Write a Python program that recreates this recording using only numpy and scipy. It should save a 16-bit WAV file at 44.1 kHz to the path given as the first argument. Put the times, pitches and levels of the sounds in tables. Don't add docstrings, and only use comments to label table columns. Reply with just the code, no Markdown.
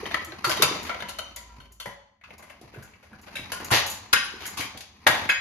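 import sys
import numpy as np
from scipy import signal
from scipy.fft import rfft, irfft, next_fast_len
from scipy.io import wavfile

SR = 44100
rng = np.random.default_rng(int(sys.argv[2]) if len(sys.argv) > 2 else 0)


def persist_wave(psi):
    counts = np.round(np.clip(psi, -1, 1) * 32767).astype(np.int16)
    wavfile.write(sys.argv[1], SR, np.atleast_2d(counts).T)


N = 238316
PAD = next_fast_len(N + SR)
HZ = np.maximum(np.fft.rfftfreq(PAD, 1 / SR), 1)


def from_db(db):
    return 10 ** (np.asarray(db) / 20)


def rms_one(x):
    return x / np.sqrt(np.mean(x ** 2) + 1e-20)


def peak_one(x):
    return x / np.max(np.abs(x))


def at_hz(points, hz=HZ):
    point_hz, value = np.transpose(points)
    return np.interp(np.log(hz), np.log(point_hz), value)


def shaped(x, response):
    return irfft(rfft(x, PAD) * response, PAD)[..., :N]


def band(x, low_hz, high_hz):
    return signal.sosfilt(signal.butter(2, [low_hz, high_hz], "band", fs=SR, output="sos"), x)


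def ring(x, hz, t60_s):
    radius = from_db(-60 / (t60_s * SR))
    angle = 2 * np.pi * hz / SR
    feedback = [1, -2 * radius * np.cos(angle), radius * radius]
    return signal.lfilter([0, np.sin(angle)], feedback, x + 1e-18)


def chatter(contact_ms, bite_ms=1.0, size=4096):
    t_ms = np.arange(size) / SR * 1000
    bite = (1 - np.exp(-t_ms / bite_ms)) ** 2
    let_go = np.exp(-(t_ms / contact_ms) ** 0.64)
    return rng.standard_normal(size) * bite * let_go


def add(out, start_s, sound):
    i = round(start_s * SR)
    out[..., i:i + sound.shape[-1]] += sound[..., :out.shape[-1] - i]


# centre_hz, t60_s
GARAGE_DECAY = [(100, 0.68), (260, 0.16), (700, 0.69), (1840, 0.53), (4850, 0.61), (9000, 0.3),
                (13000, 0.17)]
GARAGE_DB = -4.5


def garage(x):
    t = np.arange(SR) / SR
    edges_hz = np.geomspace(40, 18000, 14)
    white = rng.standard_normal((2, 2, SR))
    tail = np.zeros((2, SR))
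    for k, (low, high) in enumerate(zip(edges_hz, edges_hz[1:])):
        t60_s = at_hz(GARAGE_DECAY, np.sqrt(low * high))
        tail += band(white[k % 2], low, high) * from_db(-60 * t / t60_s)
    tail *= np.clip((t - 0.004) / 0.0041, 0, 1)
    tail /= np.sqrt(np.sum(tail ** 2) / 2)
    return shaped(x, rfft(tail, PAD))


# (per Hz, relative)
SHAKE_SPECTRUM = [(13, -39.5), (22, -13.5), (81, 7), (136, -12.5), (205, -2), (278, -13.5), (400, -26),
                  (520, -69.5), (880, -120)]
SHAKE_DB, SHAKE_FOLLOWS = -33.5, 0.43


def stand_shake():
    noise = shaped(rng.standard_normal(N), from_db(at_hz(SHAKE_SPECTRUM)))
    return from_db(SHAKE_DB + SHAKE_FOLLOWS * effort_db()) * rms_one(noise)


HUM_PEAK_S, HUM_END_S = 1.53, 2.1
HUM_DB, HUM_RISE_DB_PER_S, HUM_FALL_DB_PER_S = -46.5, 26.5, 28.5
HUM_HZ, HUM_SAG_HZ_PER_S = 56.3, 3


def hum():
    t = np.arange(N) / SR - HUM_PEAK_S
    level_db = HUM_DB + np.minimum(HUM_RISE_DB_PER_S * t, -HUM_FALL_DB_PER_S * t)
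    fade = np.clip((HUM_END_S - HUM_PEAK_S - t) / 0.088, 0, 1)
    hz = HUM_HZ - HUM_SAG_HZ_PER_S * t
    return np.sqrt(2) * fade * from_db(level_db) * np.sin(2 * np.pi * np.cumsum(hz) / SR)


# time_s, level_db
EFFORT = [(0.0, -35.5), (0.15, -33), (0.3, -49.5), (0.43, -41), (0.62, -28.5), (0.86, -35), (1.05, -44.5),
          (1.35, -52.5), (1.64, -54), (1.86, -81.5), (2.2, -83.5), (2.28, -53), (2.45, -53), (2.58, -56),
          (2.7, -51.5), (2.85, -55.5), (2.99, -60.5), (3.1, -57), (3.34, -44), (3.76, -38), (3.94, -45.5),
          (4.18, -49), (4.3, -45), (4.66, -38.5), (4.83, -65), (5.11, -43.5), (5.26, -32.5), (5.4, -59)]


def effort_db():
    time_s, level_db = np.transpose(EFFORT)
    return np.interp(np.arange(N) / SR, time_s, level_db)


# (per Hz, relative)
RUBBER_SPECTRUM = [(100, -31.5), (160, 1.5), (500, 0.5), (1000, 2), (2200, -3.5), (3500, -9), (6000, -16),
                   (9000, -21), (12000, -28.5), (16000, -36.5)]
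SLIPS_PER_S = 1500
TILT_DB = 0.47


def scrape():
    clumps = from_db(6 * rms_one(band(rng.standard_normal(N), 7, 40)))
    sizes = from_db(1.4 * np.minimum(rng.exponential(1, (2, N)), 5)) * rng.choice([-1, 1], (2, N))
    happens = rng.random((2, N)) < SLIPS_PER_S * clumps / SR
    slips = sizes * happens / np.sqrt(SLIPS_PER_S / SR)
    hiss = 0.27 * rng.standard_normal((2, N))
    rubbed = rms_one(shaped(slips + hiss, from_db(at_hz(RUBBER_SPECTRUM))))
    edges_hz = [100, 600, 1500, 3500, 7500, 17000]
    tilted = np.zeros((2, N))
    for k, (low, high) in enumerate(zip(edges_hz, edges_hz[1:])):
        tilted += from_db(TILT_DB * k) * band(rubbed, low, high)
    return from_db(effort_db()) * tilted


# start_s, level_db, nominal_hz, t60_ms (10 at least)
THUMP_EVENTS = [(0.022, -42.5, 410, 34), (0.139, -41.5, 303, 33), (0.27, -42, 339, 100),
                (0.324, -40.5, 346, 26), (0.467, -29, 356, 67), (0.488, -31.5, 622, 37),
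                (0.594, -35, 388, 34), (0.625, -25.5, 302.4, 22), (0.703, -37, 347, 25),
                (1.025, -43, 206, 75), (1.582, -42, 66, 31), (1.701, -62.5, 394, 61),
                (1.862, -41.5, 197.6, 68), (2.287, -54.5, 516, 13), (2.303, -52, 195, 42),
                (2.39, -54.5, 200, 69), (2.627, -45, 130, 72), (2.767, -38.5, 108.5, 65),
                (3.114, -46, 208, 81), (3.392, -38, 82, 56), (3.521, -43, 457, 48), (3.617, -40.5, 228, 26),
                (3.714, -23, 112.7, 47), (4.136, -43, 256, 150), (4.592, -33.5, 253, 21),
                (4.746, -39, 233, 22), (5.064, -23.5, 298, 8.4), (5.083, -40, 111, 63),
                (5.211, -40, 212, 20)]
BOOM_DB = -5.5


def thumps():
    out, t = np.zeros(N), np.arange(8192) / SR
    for start_s, level_db, nominal_hz, t60_ms in THUMP_EVENTS:
        push = chatter(13.0, 1.1, size=8192)
        sagging_hz = nominal_hz * (0.89 + 0.34 * np.exp(-t / 0.013))
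        phase = 2 * np.pi * (np.cumsum(sagging_hz) / SR + rng.random())
        swell = (1 - np.exp(-t / 0.0082)) ** 4
        decay = from_db(-60000 * t / max(t60_ms, 10))
        note = peak_one(np.sin(phase) * swell * decay)
        slap = 1.2 * peak_one(band(push, nominal_hz / 6.6, nominal_hz * 3.1))
        boom = from_db(BOOM_DB) * peak_one(band(push, 63, 160))
        add(out, start_s, from_db(level_db) * (note + slap + boom))
    return out


# peak_s, level_db, pitch_hz (at the peak), width_ms (peak to 1/e)
POP_EVENTS = [(0.035, -27.5, 420, 3.1), (0.479, -29, 384, 1.5), (0.604, -21, 393, 3.1),
              (0.636, -23, 390, 2.8), (0.715, -23.5, 370, 3.1), (0.76, -33, 617, 4.9),
              (2.616, -40, 371, 1.8), (2.74, -37, 400, 1), (2.763, -38.5, 410, 2.7), (3.127, -41, 230, 4.4),
              (3.629, -38, 302, 2.6), (4.341, -35.5, 370, 2.6), (4.757, -43, 261, 4.1)]


def pops():
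    out, t = np.zeros(N), np.arange(-512, 1024) / SR
    for peak_s, level_db, pitch_hz, width_ms in POP_EVENTS:
        swell = np.exp(-(1000 * t / width_ms) ** 2)
        cycles = pitch_hz * t * (1 - 15 * t) + rng.random()
        add(out, peak_s + t[0], from_db(level_db) * swell * np.cos(2 * np.pi * cycles))
    return out


# start_s, level_db, contact_ms
TICK_EVENTS = [(0.2455, -30.5, 4), (0.474, -29, 14), (0.8286, -34.5, 7.9), (1.3608, -25.5, 1.5),
               (1.72, -41.5, 8.9), (2.38, -42.5, 6.8), (2.828, -41, 10.5), (3.212, -48, 16),
               (3.644, -26.5, 5.1), (3.8625, -23, 14), (3.898, -23, 13), (4.4629, -24, 10)]
TICK_HZ = 7080


def ticks():
    out = np.zeros(N)
    for start_s, level_db, contact_ms in TICK_EVENTS:
        contact = chatter(contact_ms)
        touch = peak_one(band(contact, 5700, 16000))
        ping = 0.2 * peak_one(ring(contact, TICK_HZ, 0.042))
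        add(out, start_s, from_db(level_db) * (touch + ping))
    return out


# start_s, level_db, rise_ms, fall_ms, tone_hz
RATTLE_EVENTS = [(.508, -26, 3.8, 16, 1775), (3.709, -18, 110, 19.5, 2080), (4.385, -42.5, 58, 32, 1820),
                 (0.859, -37.5, 10.4, 11, 1430), (2.729, -53, 4.7, 125, 896), (3.259, -56, 9.5, 24, 1210),
                 (3.598, -39.5, 9.6, 9.4, 876), (4.572, -36, 9.1, 36, 2320), (5.08, -25.5, 3.9, 56, 1020)]


def rattles():
    out, t_ms = np.zeros((2, N)), np.arange(SR // 2) / SR * 1000
    shape = (2, len(t_ms))
    for start_s, level_db, rise_ms, fall_ms, tone_hz in RATTLE_EVENTS:
        clicks = (rng.random(shape) < 4000 / SR) * rng.laplace(size=shape)
        body = rms_one(band(clicks, tone_hz / 5.5, tone_hz * 2.1))
        sparkle = 0.27 * rms_one(band(clicks, 7300, 13000))
        swell = peak_one((1 - np.exp(-t_ms / rise_ms)) ** 2 * np.exp(-t_ms / fall_ms))
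        add(out, start_s, from_db(level_db) * swell * (body + sparkle))
    return out


# freq_hz, level_db, t60_s (of the free ring)
LEVER_MODES = [(557.3, 6.5, 0.94), (954, -7, 0.27), (968, -1.5, 0.4), (1026, -6.5, 0.71),
               (1360, -13.5, 0.14), (1367, 6.5, 0.12), (1538, -4, 0.16), (1610, -4, 0.11),
               (1954, 1.5, 0.21), (2070, 0, 0.23), (2252, 2.5, 0.23), (2790, -13, 0.18), (2670, -15, 0.24),
               (3010, -4, 0.27), (3040, -2.5, 0.42), (3700, -12.5, 0.14), (3630, -5.5, .14),
               (3785, -2, 0.2), (3770, -21.5, 0.19), (4340, -0.5, 0.19), (4800, -19.5, .3),
               (5930, 0.5, 0.25), (6500, -8.5, 0.17), (12300, 3, 0.072)]
# freq_hz, level_db, t60_s (of the free ring)
WHEEL_MODES = [(740, -3, 0.29), (890, -8.5, 0.13), (998, 0, 0.17), (1101, -1, 0.14), (1413, 0, 0.22),
               (1455, 4.5, 0.29), (1561, -2, 0.16), (1570, 2, 0.17), (1663, 3, 0.31), (1860, -1.5, 0.35),
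               (2085, 2, 0.3), (2261, 5.5, 0.2), (2543, 4, 0.16), (2674, 2, .2), (2737, -8, 0.15),
               (3050, -8, 0.32), (3230, -10.5, 0.4), (3460, -7, .26), (3990, -9, 0.35), (4624, -6, .2),
               (5100, -1, 0.36), (5300, -12, .24), (6035, -17, .27), (6700, 8.5, 0.14), (10570, -6.5, 0.35),
               (10770, -2, 0.15)]
LEVER_LET_GO_S = 2.15
NEAR_DB_PER_OCTAVE = 17
TWIN_SHARE, TWIN_APART = 0.82, 0.0041
FLUTTER_DB, FLUTTER_STEPS = 6, 64
MOST_MODES = 40


def mode_rings(modes, first_hz, second_hz, second_note_db, top_db, bite_ms, free_share):
    t = np.arange(SR // 2) / SR
    hz, level_db, t60_s = np.transpose(modes)[:, :, None]
    near_first_db = -NEAR_DB_PER_OCTAVE * np.abs(np.log2(hz / first_hz))
    near_second_db = second_note_db - NEAR_DB_PER_OCTAVE * np.abs(np.log2(hz / second_hz))
    near_top_db = top_db - 6.0 - 30 * np.abs(np.log2(hz / 10600))
    near_db = np.maximum(np.maximum(near_first_db, near_second_db), near_top_db)
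    luck = rng.standard_normal((MOST_MODES, 3))[:len(hz)]
    pair = 1 + TWIN_SHARE * np.exp(2j * np.pi * TWIN_APART * luck[:, :1] * hz * t)
    knots = np.arange(FLUTTER_STEPS + 1)[:, None]
    triangles = np.maximum(1 - np.abs(2 * FLUTTER_STEPS * t - knots), 0)
    flutter = rng.standard_normal((MOST_MODES, FLUTTER_STEPS + 1))[:len(hz)]
    flutter_db = FLUTTER_DB * flutter @ triangles
    decay_db = -60 * t / (t60_s * free_share)
    waves = from_db(level_db + near_db + flutter_db + decay_db) * pair * np.exp(2j * np.pi * hz * t)
    stereo = np.imag(np.exp(2j * luck[:, 1:]).T @ waves)
    return stereo * (1 - np.exp(-1000 * t / bite_ms))


# start_s, level_db, first_hz, first_note_db, second_hz, second_note_db,
# treble_db, dull_db, bite_ms, contact_ms, ring_db, free_share (ring length as a share of the free ring)
BLOWS = [(0.055, -30.5, 1960, 3, 3230, 4, -19, -2.5, 0.49, 3.8, -17, 0.8),
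         (0.111, -30, 1920, 10, 3530, 3, -9, -4, 0.49, 2, -15, 0.62),
         (0.1426, -9, 1930, 0.5, 1312, -1.5, -22, -18.5, 1.1, 2.7, -20, 0.45),
         (0.32, -28.5, 1650, -2, 4100, -5, -19, -7, 0.81, 1.6, -21, 0.55),
         (0.442, -10, 1294, -4.5, 4530, -8, -10, -27, 2.9, 8.5, -17, 0.65),
         (0.494, -15, 1530, -4, 5200, -7, -4, -21, 0.71, 13, -17, 0.64),
         (0.57, -30.5, 2040, -10, 3250, 7.5, 4.5, 1, 0.48, 2.9, -14, 1.1),
         (0.621, -7.5, 1360, 2.5, 3890, 1.5, 4, -19, 0.91, 3.7, -22.5, 0.76),
         (0.626, -18.5, 2730, 9, 4790, 2, 9, -31, 1.9, 5.7, -13.5, .6),
         (0.65, -31, 2500, 2, 3980, -4, 2, -20, .8, 4.5, -29, .8),
         (0.894, -20, 1430, 1.5, 2270, -1, -36, -8, 0.6, 6.1, -13, 0.52),
         (0.91, -29.5, 1980, 4, 1150, 0, -28, -2.5, 1.1, 5, -19, 0.71),
         (0.943, -28, 1380, 3, 2290, -2.5, -29, -4, 1, 5, -19, 0.84),
         (1.003, -25, 1660, -3, 3680, -5.5, -14, -13, 0.8, 3.9, -37, 0.66),
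         (1.022, -20, 950, -1, 1710, -4.5, -23, -17, 0.48, 3.5, -15, 0.51),
         (1.085, -34.5, 3030, 7, 4250, 1, 1, -20, .8, 3.5, -16, 1.2),
         (1.091, -28, 1010, -3, 1400, -0.5, -1.5, -22, 0.79, 8, -26, 1.1),
         (1.186, -21.5, 1450, -2, 4260, 0.5, -5, -13.5, 0.47, 2.7, -18, 0.61),
         (1.189, -25.5, 960, -6, 3000, 1, -1, -7, .7, 3.2, -16.5, 0.59),
         (1.361, -36, 2160, 1, 990, -5, 2.5, -12, 2.6, 13, -13, 1.1),
         (1.49, -58.5, 1430, -7, 920, 6.5, -37, -4, 2.6, 4.2, -3.5, 1.7),
         (1.601, -44.5, 1410, -5, 3140, 2.5, -5.5, -8.5, .9, 19, -12.5, 1),
         (1.799, -32.5, 1340, 0.5, 3390, 3, 1.5, -17, 1.3, 11.5, -11.5, 0.79),
         (1.857, -22, 870, -4, 1950, -6, -12.5, -19, 0.61, 18, -11.5, 0.24),
         (2.211, -52, 2110, 8.5, 3670, -23.5, -17, -8.5, 0.93, 6.7, -16, 0.96),
         (2.237, -36.5, 1340, 1, 2590, -1, -26.5, -30, 0.93, 11, -26, .7),
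         (2.305, -35.5, 2140, -1, 2590, -3, -18, -3.5, 0.57, 4.7, -28, 0.58),
         (2.394, -47, 1030, 8, 1600, -3, -9, -5, 0.91, 8.2, -16, 1.1),
         (2.424, -33, 980, -4.5, 2200, -9.5, -11, -14.5, 0.78, 17, -24, 0.79),
         (2.497, -33.5, 2300, -13, 1040, -4.5, -10.5, -9.5, 1.1, 11, -23.5, 0.8),
         (2.612, -43.5, 700, -14, 2980, -27, -2.5, -5, 0.59, 15, -18, 1.1),
         (2.741, -47, 1490, 0, 2550, -4, -17, -1, 1.2, 12, -12, 1.1),
         (2.824, -45.5, 1530, 1, 5070, -19, 1, -22, 0.64, 2.2, -12.5, 0.68),
         (2.875, -48, 970, 3, 2500, -2.5, -20, -19, .8, 4.3, -16, .9),
         (2.935, -52, 2280, 10.5, 2700, 1, -27, -13, 0.73, 4.9, -18, .9),
         (3.027, -41, 1950, -22.5, 2880, -33, -11.5, -8, 1.1, 35, -23, 0.96),
         (3.13, -46.5, 1460, 6, 3300, -26, -8, -7, 0.95, 7, -14.5, 0.92),
         (3.27, -40, 1570, -4, 2300, -8, -23, -3, 0.66, 6.2, -34, .9),
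         (3.282, -38.5, 1560, 2, 2820, -7, -27, 0, 0.66, 6.4, -30, .9),
         (3.354, -24.5, 2400, -22, 3850, -0.5, -6, -14, 1, 20, -21.5, 1.1),
         (3.519, -14.5, 1070, -11, 3180, -14, -6.5, -19, 0.15, 13, -25.5, 1.7),
         (3.705, -17, 1120, -2, 2480, -16, -10, -16, 0.35, 1.5, -20, 0.86),
         (3.71, -7.5, 966, -9.5, 2140, -19, -9.5, -24, 1.14, 66, -14, 0.52),
         (4.128, -14, 1600, 3, 4120, -4, 8, -35, 5, 1.94, -12, 1.03),
         (4.133, -4.5, 1520, 3.5, 2510, -10, -15, -34, 1.5, 2.74, -28, 1),
         (4.16, -15, 1760, -3, 3040, 1.5, -25, -25, 1.7, 4.6, -18, 0.86),
         (4.453, -30.5, 1920, 1.5, 3240, -0.5, 1.5, -17, 1.4, 6, -15.5, .8),
         (4.571, -25, 1198, -1, 2840, -5, -0.5, -16, 1.4, 36, -18.5, 0.67),
         (4.605, -24.5, 2430, 2, 3180, -2, 1, -21, 1.3, 10.5, -17, 0.95),
         (4.773, -39, 2352, -4, 4520, -35, 9.5, -24, 0.68, 6.8, -29, .9),
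         (4.806, -43.5, 2660, -18, 3030, -10, 11, -8, 0.5, 9.4, -25, .9),
         (5.066, 3.5, 995, -8, 1836, -6.5, -21.5, -20.5, 2.04, 2.14, -20, 0.32),
         (5.072, -3, 1230, -6, 2300, -15, -5.5, -18, 1.1, 6.8, -19, 0.44),
         (5.29, -11, 2287, 0, 1440, -6, -14.5, -27, 1.3, 10, -18.5, 1.1),
         (5.297, -17, 1940, -1.5, 3270, 2.5, -16, -35, 0.77, 4.1, -11, 0.82)]
MIDDLE_DB = -5.5
TOP_DB = -1.5
CRACK_SHARE = 0.99
NOTE_T60_S = 0.016


def knocks():
    out = np.zeros((2, N))
    for (start_s, level_db, first_hz, first_note_db, second_hz, second_note_db,
         treble_db, dull_db, bite_ms, contact_ms, ring_db, free_share) in BLOWS:
        top_db = treble_db + TOP_DB
        contact = np.array([chatter(contact_ms, bite_ms), chatter(contact_ms, bite_ms)])
        contact[1] = 0.051 * contact[0] + 0.65 * contact[1]
        middle = CRACK_SHARE * peak_one(band(contact, max(0.58 * first_hz, 700), 3100))
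        first_note = from_db(first_note_db) * peak_one(ring(contact, first_hz, NOTE_T60_S))
        second_note = from_db(second_note_db) * peak_one(ring(contact, second_hz, NOTE_T60_S))
        dull = from_db(dull_db) * peak_one(band(contact, 517, 748))
        treble = from_db(treble_db) * peak_one(band(contact, 2290, 6110))
        top = from_db(top_db) * peak_one(band(contact, 4610, 11230))
        crack = from_db(MIDDLE_DB) * (middle + first_note + second_note) + dull + treble + top
        modes = LEVER_MODES if start_s < LEVER_LET_GO_S else WHEEL_MODES
        rings = mode_rings(modes, first_hz, second_hz, second_note_db, top_db, bite_ms, free_share)
        add(out, start_s, from_db(level_db) * crack)
        add(out, start_s, from_db(level_db + MIDDLE_DB + ring_db) * rings)
    return out


def scene():
    hard = knocks() + rattles() + ticks()
    soft = thumps() + pops()
    rubbed = scrape()
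    heard_by_walls = hard.mean(axis=0) + soft + 0.043 * rubbed[0]
    lows = stand_shake() + hum()
    return hard + soft + rubbed + lows + from_db(GARAGE_DB) * garage(heard_by_walls)


# freq_hz, gain_db
MIC_COLOUR = [(30, -7.5), (100, -3), (5000, 4.5), (5550, -0.5), (6100, 6), (8000, 0), (10600, 4.5),
              (12500, -2), (14000, -9), (15700, -11.5), (16300, -16.5)]
# freq_hz, likeness (0-1)
CHANNEL_LIKENESS = [(60, 0.93), (350, 0.71), (600, 0.3), (1500, 0.34), (5000, 0.14), (7000, 0.084),
                    (8200, 0.96), (10500, 1), (13200, 0.93)]
# freq_hz, turn_radians
PHASE_TURN = [(6000, 5.5), (8800, 3.1), (10500, 2.08), (12000, 0.33), (12900, .05)]
CUTOFF_HZ = 16800


def record(dry):
    left, right = rfft(dry, PAD) * from_db(at_hz(MIC_COLOUR))
    alike = np.clip(at_hz(CHANNEL_LIKENESS), 0, 0.999)
    turn = at_hz(PHASE_TURN) * np.clip((HZ - 2000) / 4000, 0, 1)
    right = alike * np.exp(-1j * turn) * left + np.sqrt(1 - alike ** 2) * right
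    right_db = at_hz([(300, -1.5), (4500, -2.0), (7500, -0.5)])
    pair = irfft(np.array([left, from_db(right_db) * right]), PAD)[:, :N]
    rounded = 0.96 * np.tanh(pair / 0.96)
    top_cut = signal.cheby2(12, 70, CUTOFF_HZ, fs=SR, output="sos")
    return signal.sosfilt(top_cut, rounded)


dry = scene()
out = record(dry)
persist_wave(out)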